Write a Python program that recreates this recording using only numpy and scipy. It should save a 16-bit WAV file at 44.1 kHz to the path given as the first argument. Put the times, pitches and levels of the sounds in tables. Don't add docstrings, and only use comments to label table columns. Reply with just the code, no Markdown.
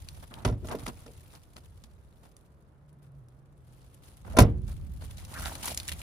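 import sys
import numpy as np
from scipy import signal
from scipy.fft import rfft, irfft, next_fast_len
from scipy.io import wavfile

SR = 44100
rng = np.random.default_rng(int(sys.argv[2]) if len(sys.argv) > 2 else 0)


def output_pcm(signal):
    pcm = np.clip(np.atleast_2d(signal).T, -1, 1) * 32767
    wavfile.write(sys.argv[1], SR, np.round(pcm).astype(np.int16))


N = 265482
TIME = np.arange(N) / SR
FFT_SIZE = next_fast_len(N + 4096)
BIN_HZ = np.maximum(np.arange(FFT_SIZE // 2 + 1) * SR / FFT_SIZE, 1)

# start_s, crack_db, panel_db
DOOR_CONTACTS = [(0.4490, -22, -28), (0.4545, -50, -27), (0.475, -34, -33.5), (0.486, -59, -42),
                 (0.4946, -45, -41.5), (0.5234, -48, -42.5), (0.6456, -47, -44), (0.6843, -33.5, -46),
                 (0.713, -36, -37), (0.75, -39.5, -37.5), (0.8628, -32, -42.5), (0.8751, -38, -41.5),
                 (1.061, -44.5, -46), (1.565, -46, -57.5), (4.3677, -24.5, -24.5), (4.3736, -38, -23),
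                 (4.386, -12.5, -8.5), (4.392, -37.5, -25.5), (4.3998, -20, -26.5), (4.4122, -24, -28),
                 (4.433, -61, -27.5)]
# pitch_hz, level_db
GRAVEL_TONE = [(900, -11), (2000, -1), (3500, 0.5), (5500, -3), (8000, -3.5), (10000, -5.5), (14000, -7),
               (16000, -16)]
# pitch_hz, level_db
RUMBLE_TONE = [(12, -46.5), (20, -11), (44, 2.5), (70, 7), (98, 1), (150, -6), (400, -32.5), (520, -86.5),
               (880, -120)]


def from_db(db):
    return 10 ** (np.asarray(db) / 20)


def unit_power(x):
    return x / np.sqrt(np.mean(x ** 2) + 1e-20)


def over_time(rows):
    times, *columns = np.transpose(rows)
    return [np.interp(TIME, times, column) for column in columns]


def over_pitch(points):
    hz, value = np.transpose(points)
    return np.interp(np.log(BIN_HZ), np.log(hz), value)


def drift(per_s):
    turns = rng.standard_normal(4000)
    return unit_power(np.interp(TIME * per_s, np.arange(len(turns)), turns))


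def swell(peak_s, length_s):
    return np.cos(np.pi * np.clip((TIME - peak_s) / length_s, -.5, .5))


def coloured(tone, source, diffuse=0):
    # pitch_hz, likeness (1 = the same)
    likeness = [(60, 0.57), (300, 0.89), (700, 0.57), (1400, -0.1), (3000, 0.27), (14000, 0.89)]
    bass_cut = np.minimum(BIN_HZ / tone[0][0], 1) ** 2
    treble_cut = np.minimum(tone[-1][0] / BIN_HZ, 1) ** 2
    mid, side = rfft(source, FFT_SIZE) * from_db(over_pitch(tone)) * bass_cut * treble_cut
    alike = np.clip(over_pitch(likeness), 0, .995) ** (1 + diffuse)
    pair = np.sqrt(1 + alike) * mid + np.sqrt(1 - alike) * np.array([side, -side])
    return unit_power(irfft(pair, FFT_SIZE)[:, :N])


def noise(tone, diffuse=0):
    return coloured(tone, rng.standard_normal((2, N)), diffuse)


def grains(per_s, spread_db):
    happens = rng.random(N) < per_s / SR
    sizes = from_db(spread_db * np.minimum(rng.exponential(1, N), 4))
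    return unit_power(happens * sizes * rng.standard_normal((2, N)))


def clicks(times, levels_db):
    return np.bincount(np.round(times * SR).astype(int), from_db(levels_db), N)[:N] + 1e-18


def fade(hits, fade_s):
    return signal.lfilter([1], [1, -from_db(-60 / (fade_s * SR))], hits)


def ring(force, hz, fade_s):
    decay, angle = from_db(-60 / (fade_s * SR)), 2 * np.pi * hz / SR
    return signal.lfilter([0, decay * np.sin(angle)], [1, -2 * decay * np.cos(angle), decay ** 2], force)


def boost_band(x, hz, width_hz, gain_db):
    return x + (from_db(gain_db) - 1) * signal.lfilter(*signal.iirpeak(hz, hz / width_hz, fs=SR), x)


def flicker(x, depth_db, per_s):
    out, rest = 0, x
    for hz in np.geomspace(700, 11200, 7):
        band = signal.sosfiltfilt(signal.butter(2, hz, fs=SR, output="sos"), rest)
        out = out + band * from_db(depth_db * drift(per_s))
        rest = rest - band
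    return unit_power(out + rest * from_db(depth_db * drift(per_s)))


def air_and_thuds(hush_db=-64.5):
    # time_s, level_db
    strength = [(0.0, -45.5), (0.3, -50), (0.6, -39.5), (0.85, -47.5), (1.48, -55.5), (1.75, -51.5),
                (2.65, -61), (3.55, -56), (4.18, -53.5), (4.35, -32), (5.0, -39), (5.3, -45), (6.02, -46.5)]
    # peak_s, length_s, level_db
    thuds = [(0.197, 0.058, -46), (3.19, 0.12, -51.5), (3.742, 0.12, -53.5), (5.431, 0.2, -38.5),
             (5.929, 0.11, -39.5)]
    # pitch_hz, level_db
    hush_tone = [(88, -47), (150, -4.5), (259, -11.5), (514, -14), (759, -20), (1340, -22.5), (2870, -40),
                 (8070, -58.5), (10400, -67), (14000, -72), (16000, -78)]
    level = from_db(over_time(strength)[0])
    for peak_s, length_s, db in thuds:
        level = np.hypot(level, from_db(db) * swell(peak_s, length_s))
    return from_db(-0.5) * level * noise(RUMBLE_TONE) + from_db(hush_db) * noise(hush_tone)


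def far_engine(waver_hz=9, throb_db=1.5):
    # time_s, pitch_hz, level_db
    drone = [(2.3, 136, -68.5), (2.75, 141.7, -63.5), (2.95, 138.2, -53.5), (3.2, 133.4, -50.5),
             (3.5, 131, -58.5), (4.0, 127, -57), (4.3, 126, -78)]
    pitch_hz, level_db = over_time(drone)
    phase = 2 * np.pi * np.cumsum(pitch_hz + waver_hz * drift(per_s=54)) / SR
    level = from_db(level_db - 1 - throb_db * drift(per_s=13))
    return level * np.sqrt(2) * np.sin(phase)


def pebbles(per_s=1300, ring_cycles=31):
    pitches = np.geomspace(1816, 15550, num=18)
    out = 0
    for hz in pitches:
        knocks = grains(per_s / len(pitches), spread_db=2.5) + 1e-18
        out += ring(knocks, hz, ring_cycles / hz) * hz
    return unit_power(out)


def slips(per_s=49, fade_s=0.035):
    sizes = (rng.random(N) < per_s / SR) * rng.uniform(.5, 1, N)
    return unit_power(1 + from_db(6) * fade(sizes + 1e-18, fade_s))


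def press(start_s, length_s, rise_s=0.0054, fade_s=0.055):
    rise = np.clip(1 + (TIME - start_s) / rise_s, 0, 1)
    return rise * from_db(-60 * np.clip((TIME - start_s - length_s) / fade_s, 0, 3))


def footsteps(fidget_db=1.5, clump_db=1.36):
    # start_s, length_s, scuff_db, crunch_db
    steps = [(0.168, 0.0077, -53.5, -56), (0.231, 0.0067, -47, -58.5), (0.313, 0.12, -49.5, -68),
             (0.706, 0.028, -37, -75), (0.79, 0.045, -49.5, -59), (0.879, 0.019, -40.5, -50),
             (1.337, 0.037, -55.5, -62.5), (1.564, 0.02, -53, -57.5), (1.842, 0.0053, -60, -65),
             (2.23, 0.036, -58.5, -69), (3.024, 0.051, -66, -76.5), (3.844, 0.0069, -63, -65.5),
             (4.024, 0.12, -65.5, -64), (4.249, 0.13, -49.5, -63), (4.679, 0.053, -56.5, -63),
             (5.011, 0.032, -52.5, -56), (5.374, 0.16, -49.5, -49), (5.632, 0.089, -46.5, -38.5)]
    # time_s, level_db
    movement = [(0.0, -64.5), (0.4, -68.5), (0.57, -76), (0.67, -58), (1.04, -64), (1.15, -68.5),
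                (1.95, -76.5), (2.6, -83.5), (3.47, -86), (3.8, -70), (4.15, -73.5), (4.6, -73),
                (4.97, -66.5), (5.24, -59.5), (5.33, -51), (5.6, -49.5), (5.84, -56), (6.02, -56.5)]
    # pitch_hz, level_db
    scuff_tone = [(120, 5.5), (200, 9), (315, 4.5), (468, -2), (515, 3.5), (802, 3), (1150, 0), (1510, -3),
                  (1750, -6.5), (3500, -21.5), (4550, -25), (7700, -120)]
    stir = from_db(over_time(movement)[0] + fidget_db * drift(per_s=22))
    scuff_level, crunch_level = stir * from_db(2), stir * from_db(1.5)
    for start_s, length_s, scuff_db, crunch_db in steps:
        weight = press(start_s, length_s)
        scuff_level = np.hypot(scuff_level, from_db(scuff_db) * weight)
        crunch_level = np.hypot(crunch_level, from_db(crunch_db) * weight)
    scuff = coloured(scuff_tone, grains(per_s=2100, spread_db=2.5), diffuse=1.79)
    grit = grains(per_s=2500, spread_db=2) + rng.standard_normal((2, N)) + 0.88 * pebbles()
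    crunch = coloured(GRAVEL_TONE, grit, diffuse=2.1) * slips()
    layers = [(scuff, scuff_level * from_db(-1)), (crunch, crunch_level * from_db(1))]
    clumps = unit_power(from_db(clump_db * drift(per_s=130)))
    return clumps * sum(level * flicker(sound, depth_db=0.5, per_s=46) for sound, level in layers)


def stones(snap_s=0.014, tail_s=0.12, tail_db=-20):
    # start_s, level_db, pitch_hz
    knocks = [(0.087, -37.5, 4300), (0.3396, -38.5, 3430), (1.352, -47, 5000), (1.8382, -46.5, 5150),
              (2.257, -62, 5800), (2.3665, -51, 8080), (2.929, -65, 10000), (3.285, -61, 9000),
              (3.945, -53.5, 10500), (4.17, -53.5, 9700), (5.25, -44, 6300), (5.4576, -30.5, 3580),
              (5.644, -39, 2500), (5.657, -28, 9600), (5.746, -33.5, 8400), (5.7748, -23.5, 6400),
              (5.8, -31, 4070), (5.8797, -30, 7600), (5.886, -29, 2330), (5.8926, -30, 2250),
              (5.9179, -32, 2200), (5.9226, -33.5, 2900), (6.0160, -38, 2570)]
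    out, grit = np.zeros((2, N)), noise(GRAVEL_TONE)
    for start_s, db, hz in knocks:
        first = round(start_s * SR)
        part = slice(first, first + SR // 10)
        snap = unit_power(boost_band(grit[:, part], hz, width_hz=0.39 * hz, gain_db=11))
        hit = signal.unit_impulse(snap.shape[1])
        out[:, part] += from_db(db) * snap * (fade(hit, snap_s) + from_db(tail_db) * fade(hit, tail_s))
    return out


def rubs():
    # peak_s, length_s, level_db, pitch_hz
    strokes = [(0.384, 0.055, -54, 880), (0.642, 0.06, -49, 355), (0.725, 0.085, -45, 820),
               (0.749, 0.011, -29, 480), (1.083, 0.057, -50.5, 444), (4.365, 0.065, -39.5, 640),
               (5.333, 0.012, -50, 920), (5.372, 0.075, -43, 1430), (5.462, 0.11, -43, 1390),
               (5.468, 0.046, -42.5, 750), (5.519, 0.012, -37, 760), (5.655, 0.039, -42.5, 990),
               (5.679, 0.016, -39.5, 980), (5.717, 0.013, -41.5, 657)]
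    out, friction = np.zeros(N), grains(per_s=1700, spread_db=4)[0]
    for peak_s, length_s, db, hz in strokes:
        part = np.abs(TIME - peak_s) < length_s / 2
        band = signal.iirpeak(hz, Q=2.5, fs=SR)
        hollow = signal.lfilter(*band, signal.lfilter(*band, friction))[part]
        out[part] += from_db(db) * unit_power(hollow) * swell(peak_s, length_s)[part]
    return out


def latch(rise_s=0.0021, snap_s=0.012, rattle_s=0.065, echo_s=0.27, echo_db=-44):
    # pitch_hz, level_db
    crack_tone = [(400, -3), (1200, 9), (2000, 2), (2700, 1.5), (3700, -1), (6000, -2), (8000, -6),
                  (10000, -7.5), (14000, -16), (16000, -22)]
    start_s, crack_db, _ = np.transpose(DOOR_CONTACTS)
    hits = clicks(start_s, crack_db)
    rattle_db = crack_db - 1 + 0.18 * (crack_db - crack_db.max())
    rattle = fade(clicks(start_s, rattle_db), rattle_s)
    level = fade(hits, snap_s) + rattle + from_db(echo_db) * fade(hits, echo_s)
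    lag = np.exp(-1 / (rise_s * SR))
    level = signal.lfilter([1 - lag], [1, -lag], level)
    crack = flicker(noise(crack_tone, diffuse=-0.043), depth_db=6, per_s=240)
    return from_db(-2.5) * level * crack


def body_boom(shudder_db=-23, shudder_s=0.53, lowest_hz=42):
    # peak_s, level_db, length_s
    shoves = [(0.45, -32, 0.002), (0.4610, -22, 0.0055), (0.5109, -30.5, 0.01), (0.516, -28, 0.0037),
              (0.526, -33, 0.004), (0.831, -41, 0.00077), (4.374, -31, 0.0041), (4.3881, -16, 0.0061),
              (4.4092, -12.5, 0.0033), (4.42, -10, 0.0047), (4.575, -37.5, 0.0033), (4.636, -29.5, 0.0072)]
    # pitch_hz, level_db, fade_s
    body_notes = [(48.9, 4.5, 0.24), (57.5, -6, 0.4), (83.1, -5, 0.11), (108.4, -3, 0.28), (120.4, 3, 0.13),
                  (150.3, -8, 0.32), (205.7, -16, 0.63)]
    force = np.full(N, 1e-18)
    for peak_s, db, length_s in shoves:
        push = swell(peak_s, length_s) ** 2
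        force += from_db(db) * push / push.sum()
    times, levels_db, _ = np.transpose(shoves)
    shudder = from_db(shudder_db) * fade(clicks(times, levels_db), shudder_s) * noise(RUMBLE_TONE)
    motion = shudder + sum(from_db(db) * ring(force, hz, fade_s) for hz, db, fade_s in body_notes)
    return signal.sosfilt(signal.butter(4, lowest_hz, "high", fs=SR, output="sos"), motion)


def door_panels(notes_db=-4, clatter_db=-9, clatter_s=0.16, tail_db=-25, tail_s=0.39, uneven_db=2.75):
    # pitch_hz, level_db, fade_s
    panel_notes = [(243.7, 2.5, 0.15), (289.3, -6.5, 0.36), (364, -19.5, 0.6), (398, -2.5, 0.11),
                   (462.3, -4.5, 0.26), (484, -25, 0.36), (567, -13, 0.218), (626, 4, 0.085),
                   (723, -10, 0.14), (797, -9.5, 0.056), (991, -3, 0.08), (1067, -6, 0.043),
                   (1310, -7.5, 0.04), (1384, -2.5, 0.05), (1860, -26, 0.081), (1964, -17, 0.087),
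                   (2180, -40, .06), (3600, -13, 0.059), (5400, -14.5, 0.058)]
    # pitch_hz, level_db
    clatter_tone = [(100, -29), (200, 12), (450, 2), (650, -1.5), (1100, -11), (1500, -16.5), (1900, -18.5),
                    (3000, -23), (6000, -45)]
    start_s, _, panel_db = np.transpose(DOOR_CONTACTS)
    strike_db = panel_db[:, None] + uneven_db * rng.standard_normal((len(start_s), len(panel_notes)))
    notes = 0
    for k, (hz, db, fade_s) in enumerate(panel_notes):
        strikes = clicks(start_s, strike_db[:, k] + db)
        notes += (-1) ** k * ring(strikes, hz, fade_s)
    hits = clicks(start_s, panel_db)
    clatter_level = from_db(clatter_db) * fade(hits, clatter_s) + from_db(tail_db) * fade(hits, tail_s)
    return from_db(notes_db) * notes + clatter_level * noise(clatter_tone)


def from_right(x):
    # pitch_hz, difference_db
    balance = [(60, -3.1), (200, 0), (400, -1), (700, -2), (1300, -1.5), (2400, 2.5), (4400, 1.7),
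               (9000, -0.6)]
    # pitch_hz, delay_s
    left_lag = [(200, 0.00013), (1200, 0.00015), (2240, 0.000044), (3500, 0.00024), (5000, 0.0002),
                (14000, 0.00016)]
    left_gain = from_db(over_pitch(balance) / 2)
    delay = np.exp(-2j * np.pi * BIN_HZ * over_pitch(left_lag))
    sides = np.array([left_gain * delay, 1 / left_gain])
    return irfft(rfft(x, FFT_SIZE) * sides, FFT_SIZE)[:, :N]


def scene():
    near = door_panels() + body_boom() + rubs() + latch() + stones() + footsteps()
    background = far_engine() + air_and_thuds()
    return from_right(near) + background * from_db([[-.5], [.5]])


def record(dry):
    x = signal.sosfilt(signal.butter(2, 33, "high", fs=SR, output="sos"), dry)
    x = boost_band(x, hz=9830, width_hz=980, gain_db=8.5)
    x = boost_band(x, hz=14100, width_hz=2200, gain_db=5)
    x = boost_band(x, hz=12150, width_hz=1300, gain_db=-30)
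    rounded = x / (1 + (x / .95) ** 4) ** .25
    return signal.sosfilt(signal.cheby2(16, 80, 16900, fs=SR, output="sos"), rounded)


dry = scene()
out = record(dry)
output_pcm(out)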